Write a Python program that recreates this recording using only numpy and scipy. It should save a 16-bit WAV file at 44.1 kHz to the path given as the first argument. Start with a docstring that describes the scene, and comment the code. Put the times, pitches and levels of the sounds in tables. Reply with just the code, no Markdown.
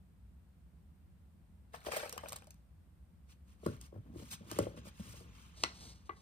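"""A small quiet room, close to a paper cup of dry instant noodles being handled.
One shake sends the pieces sliding and tumbling: they crunch along the paper and ring the hollow cup.
The cup thumps down on the table and is knocked again as the grip changes. Skin sticks and slips
on the paper, then fingers bend back the foil lid, which buckles in two snaps, one bright, one dull.
A low ventilation rumble lies underneath."""
import sys
import numpy as np
from scipy import signal
from scipy.fft import rfft, irfft, next_fast_len
from scipy.io import wavfile

SR = 44100
rng = np.random.default_rng(int(sys.argv[2]) if len(sys.argv) > 2 else 0)


def bounce(signal):
    """Save signal as a 16-bit WAV file at the path given by the first command-line argument."""
    frames = np.transpose(np.atleast_2d(signal))
    limited = np.clip(frames, -1, 1)
    pcm = np.round(limited * 32767).astype(np.int16)
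    wavfile.write(sys.argv[1], SR, pcm)


N = 273861
TIME = np.arange(N) / SR
HIT_TIME = TIME[:SR // 3]

# Cues. Their levels are fader settings, ahead of each layer's trim and filters.
# loose pieces sliding: full_at_s, hold_s, level_db, fade_db_per_s
NOODLE_SLIDES = [(1.743, 0.0048, -52.5, 447), (1.811, 0.045, -69, 402), (1.863, 0.026, -51, 502),
                 (1.919, 0.051, -43, 230), (1.964, 0.014, -52.5, 900), (2.018, 0.029, -57, 100),
                 (2.205, 0.07, -64.5, 87), (2.261, 0.056, -65.5, 400)]
# big pieces dropping on the noodle block: start_s, level_db, pitch_hz, brightness_hz
PIECE_DROPS = [(1.741, -38, 691, 1490), (1.868, -32, 590, 900), (1.884, -30.5, 620, 900),
               (1.916, -38, 634, 1500), (1.933, -33, 535, 800), (1.965, -30.5, 610, 1200),
               (2.032, -36, 580, 1300), (2.044, -39.5, 600, 1200), (2.056, -38, 590, 704),
               (2.131, -43, 503, 706), (2.163, -42, 583, 890), (2.235, -38.5, 620, 700),
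               (2.248, -44.5, 644, 1500), (2.26, -39.5, 600, 2500), (2.301, -52, 590, 700),
               (2.329, -44.5, 584, 900), (2.366, -57, 600, 900), (2.421, -54, 600, 2500),
               (2.472, -53, 610, 600)]
# sharp contacts on the wall and rim: start_s, click_db, wall_ring_db, click_t60_s
WALL_TICKS = [(1.745, -62, -45, 0.02), (1.849, -56, -53, 0.018), (1.9206, -46, -40.5, .02),
              (1.9666, -38.5, -40, 0.038), (2.095, -37.5, -70, 0.014), (2.126, -38.5, -49.5, 0.02),
              (2.159, -53, -63, .03), (2.1787, -38.5, -38.5, 0.01), (2.21, -60, -60, .012),
              (2.238, -62, -48, 0.012), (2.2584, -62, -47.5, .01), (2.285, -43, -58, 0.027),
              (2.2925, -42, -70, 0.016), (2.303, -51, -60, .025), (2.3223, -38, -45, 0.0099),
              (2.33, -39, -43.5, 0.012), (2.36, -44, -60, 0.012), (2.3635, -40, -56, 0.022),
              (2.386, -57, -68, 0.011), (2.4218, -61, -58, 0.0092), (2.4433, -57.5, -70, 0.012),
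              (2.4703, -56.5, -70, 0.017), (2.5065, -48, -70, 0.019), (2.543, -63, -73, 0.011),
              (3.6634, -42.5, -43.5, 0.018), (3.766, -61, -79, 0.0086), (3.8131, -45.5, -75, 0.0085),
              (4.514, -38.5, -44.5, 0.014), (4.588, -32.5, -39, 0.011)]
# the base meets the table, then rocks to rest: start_s, level_db, brightness_hz, low_cut_hz
TABLE_KNOCKS = [(3.6619, -23, 840, 70), (3.685, -41, 380, 200), (3.695, -44.5, 280, 90),
                (3.714, -49, 700, 300), (4.587, -20.5, 600, 300), (4.596, -34, 220, 70.4),
                (4.6032, -30.5, 397, 260), (4.618, -41.5, 330, 220), (4.634, -41.5, 350, 240)]
# the foil buckling: start_s, foil_db, brightness_hz, step_gap_s, rim_db
LID_SNAPS = [(5.6364, -13, 10600, 0.0012, -34.5), (6.0938, -38, 2200, 0.002545, -31.5)]
# fingers sliding along the lid: full_at_s, hold_s, level_db
LID_STROKES = [(5.581, 0.073, -56.5), (5.762, 0.14, -58.5), (5.806, 0.066, -68.5), (6.059, 0.018, -69.5),
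               (6.179, 0.15, -69)]
# fingertips landing on the cup: start_s, flex_db, pitch_hz, hollow_db
FINGER_BUMPS = [(3.632, -43, 514, -41.5), (3.925, -49, 390, -49.5), (3.96, -46.5, 105.6, -49.5),
                (4.059, -53, 264, -61), (4.097, -46.5, 242, -62), (4.144, -51, 320, -67),
                (4.158, -40, 307, -56), (4.198, -47.5, 356, -61), (4.211, -53, 463, -48.5),
                (4.222, -47, 200, -50), (4.407, -47, 196, -54), (4.519, -39, 302, -38),
                (4.564, -44, 353, -45), (4.668, -29.5, 505, -47), (4.74, -58, 395, -51),
                (4.773, -52, 230, -47.5), (4.783, -53, 303, -46.5), (4.853, -51, 302, -52),
                (4.869, -47.5, 196, -48), (4.996, -38.5, 186, -50.5), (5.072, -52, 118, -63),
                (5.139, -57.5, 383, -50), (5.208, -51, 450, -49.5), (5.219, -52.5, 450, -59)]
# skin brushing paper: full_at_s, hold_s, hiss_db, fizz_db, snatch_factor (higher is more sudden)
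FINGER_STROKES = [(3.298, 0.023, -72.5, -70.5, 0.52), (3.484, 0.048, -76.5, -77, 0.92),
                  (3.655, 0.074, -65.5, -67.5, 0.62), (3.813, 0.053, -70.5, -68, 1.4),
                  (4.182, 0.12, -68, -65.5, 1.1), (4.314, 0.028, -58, -49, 1.1),
                  (4.51, 0.12, -58, -60.5, 0.96), (4.768, 0.021, -61.5, -67, 0.71),
                  (4.855, 0.033, -63, -62, 1.2), (4.998, 0.19, -66, -63.5, 1.5),
                  (5.087, 0.049, -69, -60, 1), (5.356, 0.11, -67.5, -72, 0.71)]
# the palm dragging as the grip shifts: full_at_s, hold_s, level_db
PALM_DRAGS = [(3.944, 0.038, -56), (4.052, 0.026, -58.5), (4.14, 0.08, -58.5), (4.426, 0.071, -62),
              (4.7, 0.12, -62), (5.048, 0.26, -66.5)]

# resonances of the cup's parts: pitch_hz, level_db, t60_s
HELD_CUP_MODES = [(430, -6.5, 0.022), (514, 2, 0.024), (600, 1.5, 0.034), (782, -3, 0.034),
                  (836, 3, 0.0097), (1292, -12, 0.049)]
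STANDING_CUP_MODES = [(72, -9.5, 0.15), (101, -12, 0.13), (147.5, -3.5, 0.053), (254, -2.5, 0.06),
                      (327, -2.5, 0.046), (425, 2.5, 0.029), (563, 6.5, 0.026), (610, 1.5, 0.023),
                      (740, -15.5, 0.022), (1116, -8.5, 0.03), (1300, -7, 0.02), (1386, -2.5, 0.05)]
WALL_MODES = [(1167, 13.5, 0.008), (1353, -3, 0.022), (1530, 0, 0.015), (2050, -8.5, 0.049),
              (2460, -3.5, 0.013), (3037, -7.5, 0.044)]
LID_MODES = [(173, -15, 0.03), (323, -2, 0.028), (450, -2, 0.015), (620, -11, 0.02), (1030, -1, 0.0094),
             (1410, 5.5, 0.01), (1615, -4.5, 0.014), (1997, -9.5, 0.13), (2169, -9.5, 0.17),
             (2200, -1.5, 0.01), (2870, 4, 0.018), (3690, 8.5, 0.0023), (4570, -27, 0.0056),
             (6000, -3, 0.005)]
RIM_MODES = [(436, -13, 0.04), (600, -17.5, 0.067), (1130, 6.5, 0.022), (1410, -16, 0.02)]

# tone curves of the noise textures and the reverb: frequency_hz, gain_db
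CRUNCH_EQ = [(300, 4), (900, -13), (1400, 3), (1900, 1), (2800, -1), (5000, -4.5), (7200, -6), (9000, -6),
             (10600, -9), (11800, -13.5), (13500, -11), (16000, -15)]
TICK_EQ = [(600, -7), (2000, -7.5), (4000, 0), (7000, 3.5), (9500, 2), (12000, -0.5), (14000, -7),
           (16000, -12.5)]
FOIL_CRACK_EQ = [(300, 2.5), (1300, 11), (3000, 3), (6000, 13), (8000, -0.5), (10500, -17), (16000, -3)]
FOIL_RUB_EQ = [(200, 3.5), (1100, -8.5), (2500, -10.5), (3400, -5), (4250, -1), (5300, -2.5), (7000, -4.5),
               (8500, -5.5), (11500, -17.5), (14000, -21), (16000, -31)]
SKIN_HISS_EQ = [(200, 18.5), (600, -5), (1100, 14), (1800, 7.5), (3000, 10.5), (5000, -1.5), (7000, 5.5),
                (10000, -51), (16000, -41)]
SKIN_FIZZ_EQ = [(1000, -18), (5000, -4.5), (7200, -3.5), (8600, -6.5), (10500, -4.5), (11800, -15),
                (13800, -11.5), (16000, -19.5)]
PALM_EQ = [(50, -6), (110, 3), (300, -2), (600, -11), (800, -21), (1300, -20), (3000, -41.5)]
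ROOM_TONE_EQ = [(20, -38.5), (42, -16), (63, 5), (85, -1), (115, -14), (175, -7.5), (250, -19.5),
                (400, -30), (1000, -36), (2500, -44), (6500, -53), (9300, -46), (11800, -57.5),
                (14000, -44.5), (16000, -76)]
REVERB_EQ = [(100, 9.5), (300, 5), (550, 2), (850, 1), (1100, -0.5), (1450, 6), (2100, 3.5), (2900, 1.5),
             (5000, 0.5), (9000, -5.5), (15000, -5)]

# the room's decay: frequency_hz, t60_s
REVERB_DECAY = [(100, 0.45), (300, 0.27), (800, 0.35), (2200, 0.27), (6000, 0.33), (14000, 0.15)]
# power scattered by cup, hand and room: frequency_hz, share_fraction
SCATTER_SHARE = [(150, 0.05), (500, 0.06), (1700, 0.44), (2700, 0.67), (5500, 0.74), (7000, 0.01),
                 (10000, 0.04), (12000, 0)]
# the left microphone port's level over the right: frequency_hz, balance_db
LEFT_BALANCE = [(150, 1), (300, 0.5), (550, 4), (1100, 6.5), (2200, 0.5), (5000, -0.5)]
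# the left port's phase lead over the right: frequency_hz, lead_rad
LEFT_LEAD = [(0, 0), (500, 1.3), (1000, 0.87), (1600, 3.5), (2800, 7), (4000, 7), (5500, 9.5), (6200, 11),
             (7200, 10), (9200, 5), (10300, 3.5), (11400, 5), (12200, 4.5), (13300, -0.7), (14700, 1.5),
             (15500, -2.5)]


def noodles():
    """Crumbs scrape along the paper in a dense crunch while bigger pieces drop and sound the cup."""
    flow = sum(from_db(db) * swell(s, hold_s, rise_db_per_s=1502, fade_db_per_s=fade)
               for s, hold_s, db, fade in NOODLE_SLIDES)
    crumbs = grains(per_s=7000, spread_db=2.0)
    edges_hz = np.geomspace(700, 16000, 7)   # each crumb sounds in one of six bands
    crunch = sum(band(part, low, high)
                 for part, low, high in zip(deal(crumbs, count=6), edges_hz, edges_hz[1:]))
    crunch = from_db(1.0) * rms_one(colour(crunch, CRUNCH_EQ))
    tunings = np.exp([-0.15, 0, 0.15])   # the cup's note strays with where a crumb lands
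    hollow = sum(resonate(part, retuned(HELD_CUP_MODES, ratio))
                 for part, ratio in zip(deal(crumbs, count=3), tunings))
    out = flow * (crunch + from_db(-4) * cut(rms_one(hollow), 340, "high"))
    for s, db, pitch_hz, brightness_hz in PIECE_DROPS:
        add(out, s, from_db(db) * piece_drop(pitch_hz, brightness_hz))
    return out


def piece_drop(pitch_hz, brightness_hz, usual_pitch_hz=590):
    """A piece lands and rings the held cup; a soft landing leaves out the upper modes."""
    note = ring(retuned(HELD_CUP_MODES, pitch_hz / usual_pitch_hz), vary_db=3.5)
    return peak_one(band(note, 300, brightness_hz))


def wall_ticks():
    """Hard pieces and fingernails click on the paper wall, which rings briefly."""
    out = np.zeros(N)
    for s, click_db, wall_db, t60 in WALL_TICKS:
        wall = from_db(wall_db + 9.0) * peak_one(ring(WALL_MODES, vary_db=3))
        click = from_db(click_db + 8.5) * crack(TICK_EQ, t60)
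        add(out, s, click + wall)
    return out


def crumb_trickle(start_s=1.8, end_s=3.1, gap_s=0.035, fade_db_per_s=33):
    """Fine crumbs roll to rest after the shake in uneven, ever fainter clicks."""
    out = np.zeros(N)
    times = start_s + gap_s * (np.arange(40) + rng.uniform(0, .7, 40))
    for s in times[times < end_s]:
        db = -49 - fade_db_per_s * (s - start_s) + 2.0 * rng.normal()
        add(out, s, from_db(db) * crack(TICK_EQ, t60=0.0076))
    return out


def table_knocks():
    """Cup and table thump hollowly, then softer contacts follow as the base rocks to rest."""
    out = np.zeros(N)
    for s, db, brightness_hz, low_cut_hz in TABLE_KNOCKS:
        body = cut(ring(STANDING_CUP_MODES, vary_db=2), brightness_hz)
        thump = peak_one(cut(body, low_cut_hz, "high", order=1))
        add(out, s, from_db(db + 2.5) * thump)
    return out


def foil_lid():
    """Foil hisses under the fingers; each snap is two quick cracks that also tug the cup's rim."""
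    snaps = np.zeros(N)
    for s, foil_db, brightness_hz, step_gap_s, rim_db in LID_SNAPS:
        for step_s, step_db in ((s, -4), (s + step_gap_s, 0)):
            foil = peak_one(ring(LID_MODES, vary_db=2.5))
            rim = peak_one(ring(RIM_MODES, vary_db=1.5))
            attack = from_db(4.5) * crack(FOIL_CRACK_EQ, t60=0.0077)
            snap = peak_one(cut(foil + attack, brightness_hz, order=4))
            add(snaps, step_s, from_db(foil_db + step_db) * snap + from_db(rim_db + step_db) * rim)
    speed = sum(from_db(db) * stroke(s, hold_s) for s, hold_s, db in LID_STROKES)
    rub = rms_one(colour(grains(per_s=12000, spread_db=1.5), FOIL_RUB_EQ))
    out = snaps + speed * rub
    add(out, 0.0081, from_db(-14) * band(snaps, 1900, 3600))   # the snaps glance off the table
    return out


def finger_bumps():
    """A soft fingertip flexes the wall, pitched by its spot and grip, and the hollow cup answers."""
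    out = np.zeros(N)
    for s, flex_db, hz, hollow_db in FINGER_BUMPS:
        flex_modes = [(hz, 0, 11 / hz), (hz * 1.237, -5, 8 / hz)]   # gone within a few cycles
        flex = peak_one(ring(flex_modes, vary_db=1.5))
        pad_noise = band(rng.standard_normal(len(HIT_TIME)), 0.12 * hz, 0.69 * hz)
        pad = from_db(-7.5) * peak_one(pad_noise * decay(t60=0.054))
        touch = peak_one(cut(flex + pad, 1030, order=4))   # flesh passes no treble
        hollow = peak_one(band(ring(STANDING_CUP_MODES, vary_db=5), 270, 800))
        add(out, s, from_db(flex_db) * touch + from_db(hollow_db) * hollow)
    return out


def finger_brushes():
    """Skin catches and slips on the paper: swells of hiss and fizz over a murmur of the cup."""
    hiss_gain = from_db(-71.5) * stroke(4.49, hold_s=1.17)   # the hand never rests quite still
    fizz_gain = 0
    for s, hold_s, hiss_db, fizz_db, snatch in FINGER_STROKES:
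        speed = stroke(s, hold_s, snatch)
        hiss_gain = np.maximum(hiss_gain, from_db(hiss_db) * speed)
        fizz_gain = np.maximum(fizz_gain, from_db(fizz_db) * speed)
    slips = grains(per_s=9000, spread_db=1.0)
    hiss = rms_one(colour(slips, SKIN_HISS_EQ))
    murmur = from_db(-21.5) * resonate(slips, STANDING_CUP_MODES)
    fizz = rms_one(colour(grains(per_s=6000, spread_db=1.5), SKIN_FIZZ_EQ))
    return from_db(4.0) * hiss_gain * (hiss + murmur) + from_db(3.0) * fizz_gain * fizz


def palm_rub():
    """Soft skin sticks and slips on the wall: a dull, uneven rub."""
    speed = sum(from_db(db) * stroke(s, hold_s) for s, hold_s, db in PALM_DRAGS)
    return speed * rms_one(colour(grains(per_s=900, spread_db=2.0), PALM_EQ))


def room_reverb(x, wet_db, predelay_s):
    """Reflections arrive after a short gap and die away, each octave at its own rate."""
    noise = colour(rng.standard_normal(len(HIT_TIME)), REVERB_EQ)
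    tail = sum(band(noise, low, 2 * low) * decay(at_hz(REVERB_DECAY, low * np.sqrt(2)))
               for low in 45 * 2. ** np.arange(10))
    since_s = HIT_TIME - predelay_s
    early_lift = 1 + 2.25 * np.exp(-np.abs(since_s) / 0.0089)   # near surfaces answer first
    tail = tail * (since_s > 0) * early_lift
    return from_db(wet_db) * signal.fftconvolve(x, tail / np.sqrt(np.sum(tail ** 2)))[:N]


def room_tone(crossover_hz=610):
    """Ventilation rumble under a faint hiss, from all sides: centred in the bass, wide in the treble."""
    shared, sides = rng.standard_normal(N), rng.standard_normal((2, N))
    bass = cut(shared, crossover_hz, order=1)
    treble = cut(sides, crossover_hz, "high", order=1)
    air = bass + treble + from_db(-10.0) * sides
    return from_db(-59.0) * rms_one(colour(air, ROOM_TONE_EQ))


def mic_ports(x):
    """Two microphone ports hear the same sound, each with its own level and phase."""
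    size = next_fast_len(N + SR // 10)
    hz = np.fft.rfftfreq(size, 1 / SR)
    lead_rad = np.interp(hz, *np.transpose(LEFT_LEAD))
    lean = from_db(at_hz(LEFT_BALANCE, hz) / 2) * np.exp(.5j * lead_rad)
    return irfft(rfft(x, size) * np.array([lean, 1 / lean]), size)[:, :N]


def scatter(x, t60, wander_hz):
    """Some sound goes straight to the ports; the rest blurs over short, unsteady stray paths."""
    hz, share = np.transpose(SCATTER_SHARE)
    share = np.clip(share, .001, .95)
    direct = colour(x, np.c_[hz, 10 * np.log10(1 - share)])
    stray = colour(x, np.c_[hz, 10 * np.log10(share)])
    size = next_fast_len(N + SR // 10)
    paths = rfft(rng.standard_normal((2, len(HIT_TIME))) * decay(t60), size)
    stray = irfft(rfft(stray, size) * paths / np.abs(paths), size)   # smears phase, keeps the tone
    wander_rad = np.cumsum(rng.standard_normal((2, N)), axis=1) * np.sqrt(2 * np.pi * wander_hz / SR)
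    wobble = np.exp(1j * cut(wander_rad, 2 * wander_hz))
    return mic_ports(direct) + np.real(signal.hilbert(stray)[:, :N] * wobble)


def ring(modes, vary_db):
    """One blow: damped sines of alternating polarity, each at a slightly random strength."""
    return sum((-1) ** k * from_db(db + vary_db * rng.normal()) * decay(t60)
               * np.sin(2 * np.pi * hz * HIT_TIME) for k, (hz, db, t60) in enumerate(modes))


def resonate(clicks, modes):
    """Clicks set a body ringing; rms 1."""
    return rms_one(signal.fftconvolve(clicks, ring(modes, vary_db=4.5))[:N])


def retuned(modes, ratio):
    """The same body ringing higher or lower."""
    return [(hz * ratio, db, t60) for hz, db, t60 in modes]


def crack(spectrum, t60):
    """A burst of tiny slips that dies within milliseconds."""
    return peak_one(colour(rng.standard_normal(len(HIT_TIME)), spectrum) * decay(t60))


def grains(per_s, spread_db):
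    """Random clicks of uneven size; sticking and slipping bunches them into spurts."""
    sizes = from_db(spread_db * np.minimum(rng.exponential(1, N), 4)) * rng.choice([-1, 1], N)
    turns_s = np.arange(0, TIME[-1], .008)
    spurts = from_db(1.36 * spread_db * np.interp(TIME, turns_s, rng.standard_normal(len(turns_s))))
    return spurts * sizes * (rng.random(N) < per_s / SR)


def deal(clicks, count):
    """Share clicks out at random among several tracks."""
    dealt = rng.integers(0, count, N)
    return [clicks * (dealt == k) + 1e-18 for k in range(count)]


def stroke(s, hold_s, snatch=1, typical_s=0.092):
    """The speed of a finger that starts, slides and stops; a shorter stroke is more abrupt."""
    haste = snatch * typical_s / hold_s
    return swell(s, hold_s, rise_db_per_s=402 * haste, fade_db_per_s=271 * haste)


def swell(s, hold_s, rise_db_per_s, fade_db_per_s):
    """Rise to full level at time s, hold, die away."""
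    before_s, after_s = np.maximum(s - TIME, 0), np.maximum(TIME - s - hold_s, 0)
    return from_db(-rise_db_per_s * before_s - fade_db_per_s * after_s) + 1e-12


def decay(t60):
    """A hit's envelope, down 60 dB after t60 seconds."""
    return from_db(-60 * HIT_TIME / t60)


def colour(x, spectrum):
    """Shape a signal with a smooth tone curve."""
    n = x.shape[-1]
    size = next_fast_len(n)
    gain = from_db(at_hz(spectrum, np.fft.rfftfreq(size, 1 / SR)))
    return irfft(rfft(x, size) * gain, size)[..., :n]


def at_hz(points, hz):
    """Read a curve on a log-frequency axis."""
    points_hz, values = np.transpose(points)
    return np.interp(np.log(hz + 1), np.log(points_hz), values)


def cut(x, hz, kind="low", order=2):
    """Butterworth low- or high-pass."""
    return signal.sosfilt(signal.butter(order, np.clip(hz, 10, SR * 4 / 9), kind, fs=SR, output="sos"), x)


def band(x, low_hz, high_hz):
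    """Roll off both bass and treble."""
    return cut(cut(x, low_hz, "high"), high_hz)


def add(track, s, sound):
    """Mix a sound in at time s."""
    i = int(s * SR)
    track[i:i + len(sound)] += sound[:N - i]


def from_db(db):
    """Decibels to gain."""
    return 10 ** (np.asarray(db) / 20)


def rms_one(x):
    """Scale to rms 1."""
    return x / np.sqrt(np.mean(x ** 2) + 1e-20)


def peak_one(x):
    """Scale to peak 1."""
    return x / np.abs(x).max()


def scene():
    """Blows reach the microphone directly; the cup's rustle and the reverb are partly scattered."""
    rustle = noodles() + finger_brushes() + palm_rub() + wall_ticks() + crumb_trickle()
    rustle = cut(rustle, 47, "high")   # the rustle carries no deep bass
    blows = cut(table_knocks() + foil_lid() + finger_bumps(), 51, "high")
    reverb = room_reverb(rustle + blows, wet_db=-10.5, predelay_s=.007)
    return mic_ports(blows) + scatter(rustle + reverb, t60=0.0089, wander_hz=118.9) + room_tone()


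def record(dry):
    """A steep low-pass takes off the very top."""
    return signal.sosfilt(signal.ellip(10, .1, 80, 15900, fs=SR, output="sos"), dry)


dry = scene()
out = record(dry)
bounce(out)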